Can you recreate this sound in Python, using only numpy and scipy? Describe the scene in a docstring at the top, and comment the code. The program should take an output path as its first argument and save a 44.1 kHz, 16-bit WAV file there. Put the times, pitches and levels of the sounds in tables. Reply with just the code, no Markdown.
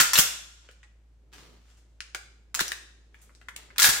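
"""First comes a sharp steel clack: a pump-action shotgun is racked open, close by in a hard-floored room.
A shell is drawn from its holder and dropped into the loading port, then the gun is slammed shut.
Each hit of steel on steel is a tiny burst of noise that makes the gun ring and the room echo.
Sliding parts scrape and the gun thuds in the hands. In between, fingers tap and sleeves rustle,
over a low appliance hum."""
import sys
import numpy as np
from scipy import signal
from scipy.fft import rfft, irfft, next_fast_len
from scipy.io import wavfile
from scipy.ndimage import map_coordinates

SR = 44100
rng = np.random.default_rng(int(sys.argv[2]) if len(sys.argv) > 2 else 0)


def unload_wav(signal):
    """Save mono or channel-first audio to the path in sys.argv[1] as 16-bit WAV at rate SR, clipped to [-1, 1]."""
    wavfile.write(
        sys.argv[1],
        SR,
        np.round(np.clip(np.atleast_2d(signal).T, -1, 1) * 32767).astype(np.int16),
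    )


N = 176400
T = np.arange(N) / SR

# Steel hits of the pump. Bite is treble, sizzle is the highest treble, decay is the time to fade 60 dB.
# (time [s], level [dB], bite [dB], sizzle [dB], decay [s], note [Hz])
PUMP_HITS = [(0.0003, -0.5, 5, -9, 0.017, 1330), (0.0035, -4.5, -7, 10, 0.013, 1404),
             (0.0115, -6.5, 10, 1, 0.012, 1355), (0.0295, -16, -4, 2, 0.018, 1380),
             (0.048, -17, -14, -6, 0.027, 1370), (0.1335, -7.5, 3, 5, 0.02, 5700),
             (0.1553, -7, 5, -7, 0.017, 3900), (0.1778, -7.5, 2, -3, 0.025, 2860),
             (0.1855, -5, -2, 9.5, 0.021, 3360), (0.1878, -6.5, 10, 5, .012, 6880),
             (0.193, -2.5, -3.5, -1.5, 0.0099, 6700), (3.792, -3, -2.5, -7.5, 0.011, 4300),
             (3.7975, -8.5, 2.5, 5.5, 0.027, 5860), (3.819, -9, 9.5, -2.5, 0.025, 1740),
             (3.8288, -5.5, 7, 11, 0.0096, 4480), (3.838, -11, 6, 5, 0.031, 1750),
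             (3.8435, 0, 1, -7, 0.014, 1600), (3.850, -10.5, 7, 11.5, 0.019, 4040),
             (3.8585, -4.5, 2, 2, 0.012, 1420), (3.888, -16, 6.5, 2, 0.054, 1430),
             (3.929, -20.5, 9, -17, 0.033, 1500)]
def pump():
    """Steel parts slam into each other as the gun is racked open and later shut."""
    return play_hits(PUMP_HITS, left_db=0.3, room_db=-0.5, ring_db=-2)


# Clicks of small metal parts. Lead is how much sooner the left side hears it (negative: the right side).
# (time [s], level [dB], bite [dB], sizzle [dB], decay [s], note [Hz], lead [ms])
SMALL_CLICKS = [(2.0047, -16.5, 4.5, -15.5, 0.0092, 2480, 0.54), (2.147, -15, -3, -12, 0.022, 1626, 0.04),
                (2.5443, -11.5, -3.5, -1.5, 0.012, 6360, 0.011), (2.5495, -9.5, 9, 5.5, 0.0056, 6840, 0),
                (2.5915, -10, -3, -11, 0.029, 1560, 0.6), (2.601, -16, 4.5, -3, 0.042, 1600, 0.51),
                (2.6073, -4.5, -4.5, -5, .016, 3770, 0.57), (2.6806, -24, 12.5, 8.5, 0.0087, 5600, 0),
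                (2.718, -8, -1.5, -7.5, 0.011, 1650, .52), (3.4845, -23.5, -8, -15, 0.034, 1900, 0.1),
                (3.562, -20, 0.5, -1.5, 0.012, 6850, -0.51), (3.7812, -11.5, 4, 6.5, 0.021, 3970, -.5)]
def small_parts():
    """Small metal parts click close by: the shell, its lifter and other parts of the gun."""
    return play_hits(SMALL_CLICKS, left_db=0, room_db=-6, ring_db=-8.5)


# Light knocks: (time [s], level [dB], bite [dB], sizzle [dB], decay [s], note [Hz])
FINGER_TAPS = [(0.6882, -27.5, -13, -30, 0.01, 2660), (0.712, -43.5, 8, -1.5, 0.0084, 1660),
               (0.830, -41.5, -7.5, -29, 0.045, 2049), (1.3325, -40, 1, -6, 0.043, 1500),
               (3.144, -31.5, -16.5, -19, 0.013, 2360), (3.2935, -42.5, -33, -26, 0.024, 1310),
               (3.350, -40.5, 4, -11, 0.0086, 5220), (3.414, -31, -13, -24, 0.0096, 1470),
               (3.703, -35, -24.5, -24.5, 0.023, 1930), (3.7605, -32, -8, -20, 0.04, 1040)]
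def fingers():
    """Fingers knock on the gun and barely make it ring."""
    return play_hits(FINGER_TAPS, left_db=1.5, room_db=-1.5, ring_db=-16)


def play_hits(rows, left_db, room_db, ring_db):
    """Each hit arrives directly, left_db louder on the left, and again as the room's echo."""
    direct, with_room = np.zeros((2, 2, N))
    for start, *settings in rows:
        hit = strike(ring_db, *settings)
        add(direct, start, hit)
        add(with_room, start, in_room(hit))
    echo = with_room - direct
    return direct * amp([[left_db / 2], [-left_db / 2]]) + amp(room_db) * echo


# Tone of a hit on steel: (frequency [Hz], level [dB])
HIT_TONE = [(100, -27.5), (400, -16.5), (750, -8), (1100, -4), (1600, 2.5), (2500, -0.5), (6800, -3.5),
            (10000, -7), (15500, -7)]
# How alike left and right are for nearby sounds: (frequency [Hz], likeness [0 to 1])
NEAR_LIKENESS = [(100, 0.65), (1600, 0.68), (5000, 0.25), (12000, .15)]
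BODY_HZ, BITE_HZ, BITE_END_HZ, SIZZLE_HZ = 2050, 4640, 8100, 11900
def strike(ring_db, db, bite_db, sizzle_db, decay, note_hz, lead_ms=0):
    """One hit: the surfaces chatter for a moment, and that burst sets the gun ringing."""
    t = T[:4096]
    attack_s, chatter_db, chatter_hz = 0.00075, 3, 1485
    note_db, half_width_octaves = 7.5, 0.17
    treble = [(BODY_HZ, 0), (BITE_HZ, bite_db), (BITE_END_HZ, bite_db), (SIZZLE_HZ, sizzle_db)]
    note = lambda hz: note_db / (1 + (np.log2((hz + 1) / note_hz) / half_width_octaves) ** 2)
    burst = noise(lambda hz: curve(HIT_TONE, hz) + curve(treble, hz) + note(hz), NEAR_LIKENESS, len(t))
    shape = amp(-60 * t / decay) * (1 - np.exp(-t / attack_s))
    chatter = burst * shape * amp(chatter_db * wobble(chatter_hz, len(t)))
    # Chatter roughens the burst without adding energy.
    chatter *= burst.std() * np.linalg.norm(shape) / np.linalg.norm(chatter, axis=1, keepdims=True)
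    late_side = int(lead_ms > 0)
    chatter[late_side] = np.roll(chatter[late_side], round(abs(lead_ms) * SR / 1000))
    low_cut = signal.butter(2, 55, 'high', fs=SR, output='sos')  # the hits carry no deep bass
    return amp(db) * signal.fftconvolve(signal.sosfilt(low_cut, chatter), ringing(ring_db, note_hz), axes=1)


# Ringing tones of the gun's steel body and barrel: (pitch [Hz], strength relative to ring_db [dB], decay [s])
GUN_TONES = [(1028, 2.5, 0.26), (1414, 11, 0.1), (1540, 7, 0.2), (1685, 2, 0.1), (2077, 3, 0.1),
             (2640, 5.5, 0.28), (3410, 11, 0.51), (3520, 9.5, 0.46), (6600, 11, 0.26)]
def ringing(ring_db, note_hz):
    """The gun's tones and the struck part's own note ring on; loose parts blur each pitch."""
    t = T[:SR // 3]
    note_db, note_decay = 4, 0.08
    blur_cycles, blur_hz = 0.13, 70
    ring = np.zeros((2, len(t)))
    for hz, db, decay in GUN_TONES + [(note_hz, note_db, note_decay)]:
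        cycles = hz * t + rng.random((2, 1)) + blur_cycles * wobble(blur_hz, len(t))
        scale = 2 * np.log(1000) / (decay * SR)  # same boost at this pitch however long it rings
        ring += scale * amp(ring_db + db - 60 * t / decay) * np.cos(2 * np.pi * cycles)
    ring[:, 0] += 1  # lets the hit itself through
    return ring


# Tone of a thud: (frequency [Hz], level [dB])
THUD_TONE = [(25, 2.5), (85, -6), (165, -0.5), (250, -10), (600, -17), (2500, -56.5)]
# The gun jolting in the hands: (time [s], level [dB], decay [s], bass [dB])
JOLTS = [(0.0005, -32.5, 0.15, -10.5), (0.181, -36, 0.019, -2), (0.187, -20, 0.041, -2.5),
         (0.1937, -35.5, 0.074, 8.5), (0.69, -40, 0.012, -33), (2.147, -47.5, 0.089, -44),
         (2.608, -27.5, 0.04, -12), (3.839, -40, 0.13, 9), (3.886, -33, 0.13, -1)]
def thuds():
    """The whole gun gets a dull push when a moving part reaches its stop."""
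    out, t = np.zeros((2, N)), T[:SR // 4]
    attack_s, room_db = 0.001, -6
    for start, db, decay, bass_db in JOLTS:
        bass = [(130, bass_db), (350, 0)]
        push = noise(lambda hz: curve(THUD_TONE, hz) + curve(bass, hz), likeness=[(100, 0.5)], size=len(t))
        shape = amp(-60 * t / decay) * (1 - np.exp(-t / attack_s))
        add(out, start, amp(db) * normalize(push * shape) * np.sqrt(np.mean(shape ** 2)))
    echo = in_room(out)[:, :N] - out
    return out + amp(room_db) * echo


# Tone of scraping metal: (frequency [Hz], level [dB])
SCRAPE_TONE = [(100, -7.5), (500, -8), (900, -2), (1550, 0.5), (7000, -6.5), (11000, -12)]
# Sliding strokes: (start [s], rise [s], fall [s], relative level [dB], sizzle [dB])
METAL_STROKES = [(0.125, 0.052, 0.041, -20.5, 12.5), (1.308, 0.029, 0.48, -52, -7.5),
                 (2.538, 0.032, 0.2, -34.5, -2), (3.785, 0.064, 0.22, -22, 6.5)]
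def scrapes():
    """Metal slides on metal with a gritty hiss."""
    return rubbing(METAL_STROKES, SCRAPE_TONE, grain_db=6, grain_hz=614.4)


# Tone of rubbed cloth: (frequency [Hz], level [dB])
CLOTH_TONE = [(100, -7), (1500, 2), (7500, -4), (10000, -15.5), (16000, -27)]
# Brushing strokes: (start [s], rise [s], fall [s], relative level [dB], sizzle [dB])
CLOTH_STROKES = [(0.57, 0.081, 0.13, -63, -14), (1.58, 0.11, 0.46, -66, 3),
                 (1.765, 0.0104, 0.041, -61.5, 10), (3.11, 0.048, 0.8, -66, 3.5),
                 (3.205, 0.013, 0.058, -54, 22.5), (3.54, 0.043, 0.27, -53, -26)]
def rustles():
    """Sleeves and palms brush softly as the hands move."""
    return rubbing(CLOTH_STROKES, CLOTH_TONE, grain_db=4.5, grain_hz=503)


def rubbing(rows, tone, grain_db, grain_hz):
    """Rubbing makes a grainy hiss that swells, then fades by 30 dB over its fall time."""
    out, t = np.zeros((2, N)), T[:SR]
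    trim_db = -3.5
    for start, rise, fall, db, sizzle_db in rows:
        sizzle = [(BITE_HZ, 0), (SIZZLE_HZ, sizzle_db)]
        hiss = noise(lambda hz: curve(tone, hz) + curve(sizzle, hz), NEAR_LIKENESS, len(t))
        grain = amp(grain_db * wobble(grain_hz, len(t)))
        stroke = np.minimum(t / rise, 1) ** 2 * amp(-30 * np.maximum(t - rise, 0) / fall)
        add(out, start, amp(db + trim_db) * stroke * normalize(hiss * grain))
    return in_room(out)[:, :N]


# Tone of the room's echo: (frequency [Hz], level [dB])
ECHO_TONE = [(100, -15.5), (500, -0.5), (1500, -1.5), (4000, 0), (8000, 2.5), (16000, -0.5)]
# How long the main echo lasts: (frequency [Hz], decay [s])
ECHO_DECAY = [(100, 0.85), (500, 0.49), (3500, 0.55), (7500, 0.47), (16000, 0.2)]
# How alike left and right are for the room's sound: (frequency [Hz], likeness [0 to 1])
ROOM_LIKENESS = [(100, 0.54), (400, 0.96), (1500, 0.11)]
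def in_room(x):
    """A sound plus its echo: quick first bounces, a main tail and a faint slow one. Treble dies first."""
    size, gap_s = SR * 3 // 4, 0.0034
    wash = noise(lambda hz: curve(ECHO_TONE, hz), ROOM_LIKENESS, size)
    hz, t, bands = signal.stft(wash, SR, nperseg=256)
    fade = lambda decay: amp(-60 * t / decay) * np.sqrt(2 * np.log(1000) / (decay * SR))
    main_decay = curve(ECHO_DECAY, hz)[:, None]
    early = amp(2) * fade(decay=0.082)
    late = amp(-13.5) * fade(decay=1.9 * main_decay)
    shape = np.sqrt(early ** 2 + fade(main_decay) ** 2 + late ** 2)
    echo = signal.istft(bands * shape, SR, nperseg=256)[1][:, :size]
    echo *= np.clip(T[:size] / gap_s - 0.5, 0, 1)  # a short wait before the first bounce
    echo[:, 0] = 1  # lets the direct sound through
    return signal.fftconvolve(x, echo, axes=1)


# Tone of the moving arm: (frequency [Hz], level [dB])
ARM_TONE = [(30, -10), (110, 1.5), (400, 0.5), (800, -15), (3000, -52)]
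# Its rise and fall in loudness: (time [s], level [dB])
ARM_LEVELS = [(1.05, -81.5), (1.17, -79), (1.38, -61.5), (1.53, -59.5), (1.63, -75.5), (3.1, -71.5),
              (3.6, -67), (4, -59.5)]
def arm():
    """The moving arm makes a soft, low flutter."""
    level_db = np.interp(T, *np.transpose(ARM_LEVELS)) + 1.8 * wobble(rate_hz=20, size=N)
    return amp(level_db) * normalize(noise(lambda hz: curve(ARM_TONE, hz), NEAR_LIKENESS, N))


# The appliance's two tones: (pitch [Hz], level [dB])
HUM_TONES = [(56.4, -57), (112.8, -76)]
def hum():
    """An appliance hums low, its loudness wavering very slightly."""
    tones = sum(np.sqrt(2) * amp(db) * np.sin(2 * np.pi * (hz * T + rng.random())) for hz, db in HUM_TONES)
    return tones * amp(0.13 * wobble(rate_hz=3.3, size=N))


# Tone of the quiet room: (frequency [Hz], level [dB])
AIR_TONE = [(25, -5.5), (60, 1), (250, -9), (1000, -19.5), (8000, -31), (10000, -37), (16000, -43.5)]
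def air():
    """The room's still air is a faint, steady, deep hush."""
    return amp(-69.5) * normalize(noise(lambda hz: curve(AIR_TONE, hz), ROOM_LIKENESS, N))


def amp(db):
    """Turn decibels into a volume multiplier."""
    return 10 ** (np.asarray(db) / 20)


def normalize(x):
    """Scale a sound to an average power of 1."""
    return x / np.sqrt(np.mean(x ** 2) + 1e-20)


def curve(points, hz):
    """Read between (frequency, value) points, with octaves evenly spaced."""
    freqs, values = np.transpose(points)
    return np.interp(np.log(hz + 1), np.log(freqs + 1), values)


def noise(tone_db, likeness, size):
    """Stereo noise with a given tone; likeness sets how much left and right share."""
    padded = next_fast_len(size + 2048)
    hz = np.fft.rfftfreq(padded, 1 / SR)
    spread = np.arccos(np.clip(curve(likeness, hz), -1, 1)) / 2
    white = rfft(rng.standard_normal((2, size)), padded)
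    gains = amp(tone_db(hz)) * [np.cos(spread), np.sin(spread)]
    shared, side = irfft(white * gains, padded)[:, :size]
    return np.array([shared + side, shared - side])


def wobble(rate_hz, size):
    """A smooth curve through rate_hz random points a second."""
    points = rng.standard_normal(int(size * rate_hz / SR) + 4)
    return map_coordinates(points, [np.arange(size) * rate_hz / SR])


def add(track, start, x):
    """Mix x into the track at a start time in seconds."""
    i = max(0, round(start * SR))
    track[:, i:i + x.shape[1]] += x[:, :max(0, N - i)]


def scene():
    """The gun handling, slightly to the left, over the thuds and the quiet background."""
    handling = pump() + small_parts() + fingers() + scrapes() + rustles()
    return handling * amp([[0.4], [-0.4]]) + thuds() + hum() + air() + arm()


def record(dry):
    """Clip the loudest peaks, then remove the very highest treble."""
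    top_hz = 16700
    high_cut = signal.cheby2(14, 70, top_hz, fs=SR, output='sos')
    return signal.sosfilt(high_cut, np.clip(dry, -1, 1))


dry = scene()
out = record(dry)
unload_wav(out)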